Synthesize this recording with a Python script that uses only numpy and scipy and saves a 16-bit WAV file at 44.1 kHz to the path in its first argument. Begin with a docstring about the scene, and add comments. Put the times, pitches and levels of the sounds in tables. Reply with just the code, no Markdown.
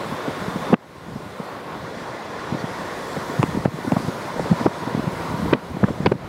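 """Wind at an open train window

Wheels roar on the rails and the slipstream hisses past a phone at the window of a running train.
Eddies strike the microphone port as puffs and thumps; the hardest overload it and crackle,
and the phone's gain control ducks after them and creeps back."""
import sys
import numpy as np
from scipy import signal
from scipy.fft import rfft, irfft, next_fast_len
from scipy.io import wavfile
from scipy.ndimage import uniform_filter1d, map_coordinates

SR = 44100
rng = np.random.default_rng(int(sys.argv[2]) if len(sys.argv) > 2 else 0)


def waveform_to_disk(signal):
    """Save audio, clipped to [-1, 1], as 16-bit WAV at the path in sys.argv[1]."""
    frames = np.transpose(np.atleast_2d(signal))
    scaled = np.clip(frames, -1, 1) * 32767
    samples = np.round(scaled).astype(np.int16)
    wavfile.write(sys.argv[1], SR, samples)


N = 276948


def amp(db):
    """Amplitude ratio of a level in decibels."""
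    return 10 ** (np.asarray(db) / 20)


def unit(x):
    """Normalisation to rms 1."""
    return x / np.sqrt(np.mean(x ** 2) + 1e-20)


def along(points, hz):
    """Interpolation of (frequency, value) points on a logarithmic frequency axis."""
    f, v = np.transpose(points)
    return np.interp(np.log(hz + 1), np.log(f + 1), v)


def curves(rows):
    """Linear interpolation of each column after the time, one value per sample."""
    times, *columns = np.transpose(rows)
    return [np.interp(np.arange(N) / SR, times, column) for column in columns]


def wobble(rate):
    """Smooth random modulation: a spline through `rate` Gaussian knots a second."""
    return map_coordinates(rng.standard_normal(int(N * rate / SR) + 4), [np.arange(N) * rate / SR])


def filtered(x, response):
    """Linear filtering: the spectrum of x times a frequency response."""
    size = next_fast_len(2 * len(x))
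    return irfft(rfft(x, size) * response(np.fft.rfftfreq(size, 1 / SR)), size)[:len(x)]


def rush(spectrum, patchy_db):
    """Coloured noise of rms 1, modulated in random patches of time and frequency."""
    z = signal.stft(rng.standard_normal(N), nperseg=512)[2]
    patches = uniform_filter1d(rng.standard_normal(z.shape), size=5, axis=0)
    patches = uniform_filter1d(patches, size=12, axis=1)
    patchy = signal.istft(z * amp(patchy_db * unit(patches)), nperseg=512)[1][:N]
    return unit(filtered(patchy, lambda hz: amp(along(spectrum, hz))))


def wheels(level_db):
    """Rolling noise: rough steel on steel excites rail and wheel resonances that waver, come and go."""
    # Spectrum of the roar: (frequency [Hz], relative level [dB])
    roar_spectrum = [(30, -47), (100, -4.5), (200, -2), (350, -2), (600, -2), (850, -5.5), (1200, -7),
                     (1500, -11.5), (2000, -12.5), (2700, -20), (4000, -21), (8000, -40), (16000, -51)]
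    # Resonances: (frequency [Hz], bandwidth [Hz], lift [dB], time of maximum [s], duration [s])
    resonances = [(506, 37, 4, 2.6, 7), (967, 100, 5.5, 4.74, 3.6), (934, 78, 3, 1.5, 7.6),
                  (1067, 75, 7.5, 0.65, 9.8), (1450, 110, 5, 3, 14), (1840, 330, 5, 3, 3),
                  (3440, 40, 8, 2.8, 5.3), (3590, 41, 10, .3, 2.2)]
    wander, flutter = 0.0092, 0.26  # fractions of each resonance's frequency and lift
    f, t, z = signal.stft(rush(roar_spectrum, patchy_db=1.0), SR, nperseg=2048)
    waver = lambda: np.interp(t, np.arange(N) / SR, wobble(rate=7))
    lift_db = 0
    for hz, width, db, peak_s, duration in resonances:
        detune = f[:, None] - hz * (1 + wander * waver())
        strength_db = db * np.exp(-(2 * (t - peak_s) / duration) ** 2) * (1 + flutter * waver())
        lift_db = lift_db + strength_db / (1 + (2 * detune / width) ** 2)
    roar = signal.istft(z * amp(lift_db), SR, nperseg=2048)[1][:N]
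    unevenness_db = 0.6 * wobble(rate=14)
    return amp(level_db + 1.21 + unevenness_db) * unit(roar)


def slipstream(buffet_db, hiss_db, brightness_db):
    """Flow noise: turbulence rumbles in lumps on the port and hisses along the window frame."""
    # Spectra of the rumble and the hiss: (frequency [Hz], relative level [dB])
    rumble_spectrum = [(20, -36), (45, -9), (80, -1.5), (120, -1.5), (170, 2), (260, -8.5), (450, -14.5),
                       (1000, -23), (3000, -77)]
    hiss_spectrum = [(500, 0), (2000, -16), (3500, 0.5), (5000, 2.5), (7000, -2), (10000, -7.5),
                     (13000, -12.5), (16000, -17)]
    split_hz = 9200  # brightness lifts the hiss above this and lowers it below
    lumps = 0.88 * wobble(rate=12) + wobble(rate=55)
    rumble = amp(buffet_db + 3.6 * lumps) * rush(rumble_spectrum, patchy_db=-0.5)
    hiss = amp(hiss_db + 1.0 + 0.48 * lumps) * rush(hiss_spectrum, patchy_db=1.5)
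    treble = filtered(hiss, lambda f: f ** 4 / (f ** 4 + split_hz ** 4))
    return rumble + amp(-brightness_db) * (hiss - treble) + amp(brightness_db) * treble


def swish():
    """Band-limited noise under a Gaussian envelope: one brief, faint swish in the hiss."""
    # Pass band: (frequency [Hz], relative level [dB])
    band = [(3000, -25), (4500, -1), (6200, -3), (7500, -28)]
    t = np.arange(N) / SR - 2.6
    return amp(-44.0) * np.exp(-(t / 0.018) ** 2) * rush(band, patchy_db=7.0)


def port(pressure, corner_hz, damping):
    """The microphone's bass roll-off, a second-order high-pass: a push swings back and rings briefly."""
    response = lambda f: -f * f / (corner_hz ** 2 - f * f + 1j * damping * corner_hz * f)
    return filtered(pressure, response)


def swell(t, decay_s, rise):
    """Exponential growth and decay about t = 0; the growth's time constant is rise * decay_s."""
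    u = np.clip(t / decay_s, -12, 30)
    return 1 / (np.exp(-u / rise) + np.exp(u))


def bursts(rows, shape):
    """Superposition of transients: a new burst of the given shape at each row's time and peak level."""
    size = SR // 8
    t = (np.arange(size) - size // 2) / SR
    out = np.zeros(N + 2 * size)
    for (time_s, peak_db, decay_s, hz), noises in zip(rows, rng.standard_normal((len(rows), 2, size))):
        burst = shape(noises, t, decay_s, hz)
        out[round(time_s * SR):][:size] += amp(peak_db) * burst / np.abs(burst).max()
    return out[size // 2:][:N]


def eddy(noises, t, decay_s, swirl_hz):
    """Vortex pressure at the port: a few uneven swings with turbulence riding on them."""
    drift = unit(filtered(noises[0], lambda f: np.exp(-(f / (1.462 * swirl_hz)) ** 2)))
    swings = np.sin(2 * np.pi * np.cumsum(swirl_hz * (1 + 0.3514 * drift)) / SR)
    turbulence = unit(filtered(noises[1], lambda f: 1 / np.sqrt(1 + (f / (2.11 * swirl_hz)) ** 4.94)))
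    push = (swings + 0.42 * turbulence) * swell(t, decay_s, rise=0.45)
    return port(push, corner_hz=127.5, damping=0.68)


def puffs(buffet_db):
    """Intermittent turbulence: weak eddies arrive at random, their level following the buffeting."""
    per_second, decay_s = 9, 0.0048
    above_buffet_db, spread_db, spread_octaves = 11, 3.5, 0.4
    count = int(per_second * N / SR)
    at = rng.integers(N, size=count)
    strength, spin = rng.standard_normal((count, 2)).T
    peak_db = buffet_db[at] + above_buffet_db + spread_db * strength
    swirl_hz = 180.3 * 2 ** (spread_octaves * spin)
    return bursts(np.column_stack([at / SR, peak_db, np.full(count, decay_s), swirl_hz]), eddy)


def thumps():
    """Vortex impingement: strong eddies strike the port as low pressure pulses."""
    # Strong eddies: (time [s], peak level [dB], decay time [s], swirl rate [Hz])
    gusts = [(0.055, -28, 0.0046, 149.4), (0.122, -20, 0.0059, 168), (0.28, -14, 0.0049, 247.3),
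             (0.42, -22, 0.0071, 191), (0.482, -15.5, 0.0027, 191.3), (0.56, -14.5, 0.0036, 170.5),
             (0.703, -16, 0.0034, 255), (0.732, 5, 0.0052, 293.1), (0.739, 12.5, 0.0041, 330),
             (1.085, -17, 0.0053, 236), (1.158, -10.5, 0.0056, 227.2), (1.4, -13, 0.0028, 210.7),
             (1.88, -28, 0.0079, 198), (2.525, -13.5, 0.0036, 223), (2.548, -14.5, 0.0055, 281.5),
             (2.642, -14.5, 0.0025, 153.5), (3.167, -14, 0.0036, 515), (3.172, -20, 0.0054, 126.4),
             (3.3, -20, 0.0025, 206.4), (3.3955, -6.5, 0.0075, 139.6), (3.4305, -3, 0.00056, 454),
             (3.4375, -3, 0.0015, 340.5), (3.491, -19, 0.0023, 156), (3.547, -14.5, 0.0064, 166.8),
             (3.574, -10.5, 0.0031, 190.8), (3.657, -0.5, 0.0013, 218), (3.679, -12.5, 0.0037, 179),
             (3.742, -15, 0.0047, 171), (3.789, -14, 0.0015, 259.4), (3.847, -13.5, 0.0047, 349),
             (3.877, -9.5, 0.0048, 218.6), (3.9215, -2.5, 0.0031, 163.6), (3.934, -11, 0.0043, 218),
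             (3.967, -4, 0.0027, 218), (4.003, -16, 0.0044, 239), (4.046, -14.5, 0.0052, 197.5),
             (4.083, -9, 0.0029, 199.7), (4.092, -14, 0.0028, 226), (4.362, -19, 0.0034, 170),
             (4.397, -10, 0.0032, 384), (4.455, -18, 0.014, 417), (4.516, -1, 0.0063, 149),
             (4.613, -12.5, 0.0052, 202.6), (4.6615, -0.5, 0.0033, 280.2), (4.674, -6.5, 0.0047, 180.6),
             (4.822, -17, 0.0033, 172), (4.875, -10, 0.004, 235), (4.949, -6, 0.0019, 157),
             (4.976, -7.5, 0.0065, 200.2), (4.996, -9, 0.0043, 190), (5.04, -18, 0.0031, 179),
             (5.074, -8.5, 0.0043, 177.6), (5.342, -15, 0.004, 173.5), (5.399, -15, 0.0032, 180),
             (5.427, -13, 0.0049, 177.7), (5.46, -16, 0.0027, 322), (5.5315, 2, .003, 328.6),
             (5.549, -4, 0.0053, 296), (5.705, -16, 0.003, 238), (5.747, -16, 0.0025, 173.5),
             (5.769, -11.5, 0.0022, 338), (5.8325, 1.5, 0.0039, 189.5), (5.8405, 4, 0.003, 210.9),
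             (5.884, -12, 0.009, 508.4), (5.906, -7, 0.0029, 224), (6.004, -9.5, .0046, 151),
             (6.053, -12.5, 0.0028, 173.4), (6.0635, 1, 0.0034, 421.4), (6.073, -2.5, 0.0022, 231),
             (6.12, 5.5, 0.0033, 438.5), (6.155, -11, 0.0039, 175.6)]
    return bursts(gusts, eddy)


def tear(noises, t, decay_s, top_hz):
    """Flow separation and reattachment chop noise into snaps; the cavity behind the port resonates."""
    flap_hz, flap_depth = 407, 0.71
    cavity_hz, cavity_width_hz, cavity_db = 2710, 890, 5
    flapping = 1 + flap_depth * np.cos(2 * np.pi * flap_hz * t)
    ragged = np.sign(noises[0]) * np.abs(noises[1]) ** 1.03
    snaps = ragged * flapping * swell(t, decay_s, rise=0.37)
    # The spectrum falls gently towards top_hz and steeply above it.
    colour = lambda f: 1 / np.sqrt((1 + (f / (0.28 * top_hz)) ** 2) * (1 + (f / top_hz) ** 10))
    cavity = lambda f: amp(cavity_db / (1 + (2 * (f - cavity_hz) / cavity_width_hz) ** 2))
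    return filtered(port(snaps, corner_hz=668, damping=0.63), lambda f: colour(f) * cavity(f))


def crackles():
    """Edge separation noise: pops and crackles where the hardest eddies tear off the rim of the port."""
    # Separations: (time [s], peak level [dB], decay time [s], top frequency [Hz])
    separations = [(0.7415, 9.5, 0.0017, 3050), (3.4297, -8.5, 0.00062, 9300), (3.4312, -11, 0.00076, 1200),
                   (3.4372, -14, 0.00089, 3000), (3.654, -8, 0.0054, 1910), (3.9203, -14, 0.00085, 5200),
                   (3.9218, -5, 0.0015, 1080), (3.965, -7, 0.0038, 1150), (4.528, -15, 0.0036, 900),
                   (4.666, 1, 0.0021, 1510), (5.5295, -7, .001, 1500), (5.535, 0.5, 0.0028, 4050),
                   (5.8398, -1, 0.0017, 1950), (5.884, -11, .003, 1300), (6.0613, -1, 0.002, 4560),
                   (6.0642, -2, .0018, 1100), (6.0673, -4, 0.0016, 3860), (6.12, -5, 0.0013, 2200)]
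    return bursts(separations, tear)


def scene():
    """Superposition of thumps, crackles and puffs on the running noise of the train."""
    # Buffeting of the port by the air: (time [s], level [dB])
    buffeting = [(0, -44), (0.9, -42), (1.15, -29.5), (1.5, -55), (1.9, -40.5), (2.25, -52), (2.55, -41),
                 (3.05, -48), (3.5, -34), (4.05, -39), (4.2, -49), (4.45, -31), (4.75, -47), (5.0, -31),
                 (5.2, -36), (5.45, -32), (5.62, -39), (5.95, -28.5), (6.28, -29.5)]
    # Running noise: (time [s], roar base level [dB], hiss base level [dB], hiss brightness [dB])
    running = [(0, -30, -48, 3.5), (0.7, -29.5, -47, 2.5), (0.85, -29.5, -45.5, 5), (1.2, -30.5, -46, 3),
               (1.65, -32.5, -54.5, 8), (1.95, -33, -50.5, -1.5), (2.3, -32, -52, -1),
               (3.42, -30.5, -43, 2), (3.6, -33, -47.5, 2), (3.85, -28.5, -41, 3),
               (4.35, -30.5, -45.5, 0.5), (4.75, -25.5, -42.5, -0.5), (5.0, -27, -45.5, 4.5),
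               (5.3, -28.5, -45, 3.5), (5.62, -30, -49, 6), (6.0, -30.5, -47, 2), (6.28, -29.5, -51, 7)]
    buffet_db, = curves(buffeting)
    roar_db, hiss_db, brightness_db = curves(running)
    blows = thumps() + crackles() + puffs(buffet_db)
    return (blows + wheels(roar_db) + slipstream(buffet_db, hiss_db, brightness_db) + swish())[None]


def gain_control(x, ceiling_db, attack_s, release_s):
    """Peak limiting: peaks over the ceiling pull the gain down quickly; it recovers slowly."""
    excess_db = np.maximum(20 * np.log10(np.abs(x) + 1e-9) - ceiling_db, 0)
    growth = np.exp(np.arange(N) / SR / release_s)
    held_db = np.maximum.accumulate(excess_db * growth) / growth  # peak hold with exponential decay
    return x * amp(-uniform_filter1d(held_db, max(int(attack_s * SR), 1)))


def record(dry):
    """The phone's gain control, soft saturation of the peaks that slip through, and band limiting."""
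    saturation, low_hz, top_hz = 0.78, 22, 15790
    x = gain_control(dry[0], ceiling_db=-4.0, attack_s=0.0053, release_s=0.45)
    x = x / (1 + np.abs(x / saturation) ** 8) ** (1 / 8)
    x = filtered(x, lambda f: f / np.hypot(f, low_hz))
    return filtered(x, lambda f: f < top_hz)[None]


dry = scene()
out = record(dry)
waveform_to_disk(out)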